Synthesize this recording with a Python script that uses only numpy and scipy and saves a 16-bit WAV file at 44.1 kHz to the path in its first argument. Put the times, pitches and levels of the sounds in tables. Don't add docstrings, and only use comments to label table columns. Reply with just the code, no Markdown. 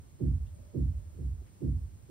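import sys
import numpy as np
from scipy.fft import rfft, irfft, next_fast_len
from scipy.io import wavfile
from scipy.ndimage import map_coordinates

SR = 44100
rng = np.random.default_rng(int(sys.argv[2]) if len(sys.argv) > 2 else 0)


def generate_wav(signal):
    frames = np.transpose(np.atleast_2d(signal))
    scaled = np.clip(frames, -1, 1) * 32767
    pcm = np.round(scaled).astype(np.int16)
    wavfile.write(sys.argv[1], SR, pcm)


N = 92610

# start_s, level_db, dullness_db_per_octave, knock_db, damped_after_s
HEEL_FALLS = [(-.34, -1.5, 3, -8, 0.45), (.2, -0.5, 0.5, -1.5, 0.93), (0.743, -1.27, 1, 0, 0.94),
              (1.138, -14, 8, -21.5, 0.061), (1.1777, -4.5, 5.5, -10.5, 0.27),
              (1.612, -2.64, 0.5, -1.5, .4), (2.088, 1.5, 5.5, -11.5, 0.62)]
# pitch_hz, level_db, t60_s, pan_db
SLAB_MODES = [(47,-45.5,1.9,-2),(53.78,-33.5,1.07,-11),(58.02,-14.5,0.48,-3),(66.17,-9.5,0.38,-2.2),(70.38,-31,1.1,-0.5),(75.48,-18,0.19,-7),(78.91,-24,0.95,0),(84.3,-19.5,0.51,-3.5),(90.76,-27,0.91,-7),(102.35,-28.5,0.83,-2.5),(109.7,-22.5,0.28,-2),(126.56,-27,0.46,-11),(133.86,-17,0.35,-6.5)]
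CEILING_MODES = [(144.85,-20.5,0.38,-3),(162,-31,0.41,-11.5),(175.5,-10,.15,-21),(185.55,-12.5,0.21,9.5),(209.7,-26,0.35,-6.5),(235.7,-6.5,0.087,-1),(253.2,-24,0.3,-13),(277.9,-18.5,0.14,-24),(287.6,-32,0.31,-6),(311.1,-25,0.24,3.5),(348.3,-18.5,0.14,-16.5),(364.6,-7.5,0.064,-14.5),(432.6,-27,0.13,5)]
# frequency_hz, level_db
KNOCK_SPECTRUM = [(100, -11), (200, 6), (380, 2.5), (470, 0.5), (600, -12), (750, -23), (1100, -31),
                  (2000, -62), (5000, -93)]
# frequency_hz, level_db
RUMBLE_SPECTRUM = [(20, -26), (35, -19), (55, -10), (75, 2.5), (115, 1.5), (160, -7), (300, -15),
                   (450, -20.5), (700, -28), (1500, -59)]
# frequency_hz, level_db
HISS_MID_SPECTRUM = [(470, -23.5), (800, -2), (884, -2.5), (1160, -4.5), (2670, -10.5), (3880, -12),
                     (4230, -9.5), (4670, -13), (5360, -10), (7130, -18), (7880, -22), (8590, -3),
                     (9260, -16), (10100, -15), (11700, -15.5), (14700, -13.5), (15600, -14.5)]
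HISS_SIDE_SPECTRUM = [(470, -45.5), (800, 1.5), (1380, -9.5), (2220, -9.5), (4030, -14), (5630, -11.5),
                      (7220, -1.5), (7780, -7.5), (8480, 2), (8920, 0.5), (9260, -15), (10400, -19),
                      (11700, -55), (15600, -45.5)]
# time_s, level_db
HUM_SWELL = [(.4, -93), (.54, -74.5), (.63, -68), (.72, -72), (1.15, -79.5), (1.35, -93.5)]
# frequency_hz, pan_db
BACKGROUND_PAN = [(100, -3.5), (700, -1.5), (4400, -1.6), (8200, 1), (11000, 0.5)]
# peak_s, level_db, centre_hz, half_width_octaves, half_length_s
FOOT_SCUFFS = [(.15, -54.5, 103, 0.6, 0.013), (.6, -58, 168, 0.92, 0.028), (1.42, -60, 271, 1, 0.013),
               (1.85, -59, 229, 0.43, 0.012)]
BEDDING_RUSTLES = [(.47, -72, 3130, 0.31, 0.0067), (.49, -78.5, 3430, 0.28, 0.017),
                   (.555, -74, 8860, 0.19, 0.019), (1.478, -73.5, 1510, 1.2, 0.023)]

TIME_S = np.arange(N) / SR


def amp(db):
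    return 10 ** (np.asarray(db) / 20)


def pan(pan_db):
    return amp(np.outer([0.5, -0.5], pan_db))


def stereo(mid, side):
    return np.array([mid + side, mid - side])


def curve_db(points, hz):
    points_hz, points_db = np.transpose(points)
    return np.interp(np.log(hz), np.log(points_hz), points_db)


def filtered(x, gain):
    size = next_fast_len(N + 8192)
    hz = np.fft.rfftfreq(size, 1 / SR) + 1e-3
    return irfft(rfft(x, size) * gain(hz), size)[..., :N]


def noise(level_db):
    shaped = filtered(rng.standard_normal(N), lambda hz: amp(level_db(hz)))
    return shaped / shaped.std()


def coloured(spectrum):
    return noise(lambda hz: curve_db(spectrum, hz))


def stereo_band(centre_hz, octaves, side_db):
    def bell_db(hz):
        return -10 * (np.log2(hz / centre_hz) / octaves) ** 2
    return stereo(noise(bell_db), amp(side_db) * noise(bell_db))


def wobble(knots_per_s):
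    knots = rng.standard_normal(int(N * knots_per_s / SR) + 4)
    return map_coordinates(knots, [TIME_S * knots_per_s])


def heel_ringing(modes, rise_cycles):
    boom_hz = 61
    out = np.zeros((2, N))
    for hz, mode_db, t60_s, pan_db in modes:
        lag_s = 0.01 * (100 / hz) ** 1.6
        for start_s, heel_db, dullness, _, damped_after_s in HEEL_FALLS:
            since_arrival_s = TIME_S - start_s - lag_s
            live = (since_arrival_s > 0) & (since_arrival_s < 1.5 * t60_s)
            age_s = since_arrival_s[live]
            rise = (1 - np.exp(-age_s * hz / rise_cycles)) ** 2
            decay = amp(-60 * age_s / t60_s)
            foot_damping = np.exp(-(age_s / damped_after_s) ** 4)
            gain = amp(mode_db + heel_db - dullness * np.log2(hz / boom_hz))
            tone = np.sin(2 * np.pi * hz * age_s)
            out[:, live] += pan(pan_db) * gain * rise * decay * foot_damping * tone
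    return out


def building_rumble():
    return amp(-57.5) * stereo(coloured(RUMBLE_SPECTRUM), amp(-3) * coloured(RUMBLE_SPECTRUM))


def microphone_hiss():
    mid = amp(-72.5) * coloured(HISS_MID_SPECTRUM)
    side = amp(-69) * coloured(HISS_SIDE_SPECTRUM)
    waver_db = 0.38 * wobble(knots_per_s=15)
    return amp(waver_db) * stereo(mid, side)


def brushing(contacts, side_db):
    out = np.zeros((2, N))
    for peak_s, level_db, centre_hz, octaves, half_length_s in contacts:
        swell = np.exp(-((TIME_S - peak_s) / half_length_s) ** 2)
        out += amp(level_db) * swell * stereo_band(centre_hz, octaves, side_db)
    return out


def heel_knocks():
    rise_s, t60_s = 0.025, 0.23
    lead_s = 0.012
    out = np.zeros((2, N))
    for start_s, _, _, knock_db, _ in HEEL_FALLS:
        age_s = np.maximum(TIME_S - start_s + lead_s, 0)
        rise = (1 - np.exp(-age_s / rise_s)) ** 2
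        decay = amp(-60 * age_s / t60_s)
        dense_modes = stereo(coloured(KNOCK_SPECTRUM), amp(-0.5) * coloured(KNOCK_SPECTRUM))
        out += amp(knock_db) * rise * decay * dense_modes
    return amp(-31.5) * pan(-4.5) * out


def hollow_hum():
    level_db = np.interp(TIME_S, *np.transpose(HUM_SWELL))
    return amp(level_db) * stereo_band(centre_hz=589, octaves=0.17, side_db=0.5)


def scene():
    slab = amp(-0.5) * heel_ringing(SLAB_MODES, rise_cycles=3.16)
    ceiling = amp(2) * heel_ringing(CEILING_MODES, rise_cycles=13.36)
    knocks = heel_knocks()
    scuffs = brushing(FOOT_SCUFFS, side_db=-2)
    bedding = brushing(BEDDING_RUSTLES, side_db=-3)
    background = building_rumble() + hollow_hum() + microphone_hiss()
    background = filtered(background, lambda hz: pan(curve_db(BACKGROUND_PAN, hz)))
    return slab + ceiling + knocks + scuffs + bedding + background


def record(dry):
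    return filtered(dry, lambda hz: hz < 15750)


dry = scene()
out = record(dry)
generate_wav(out)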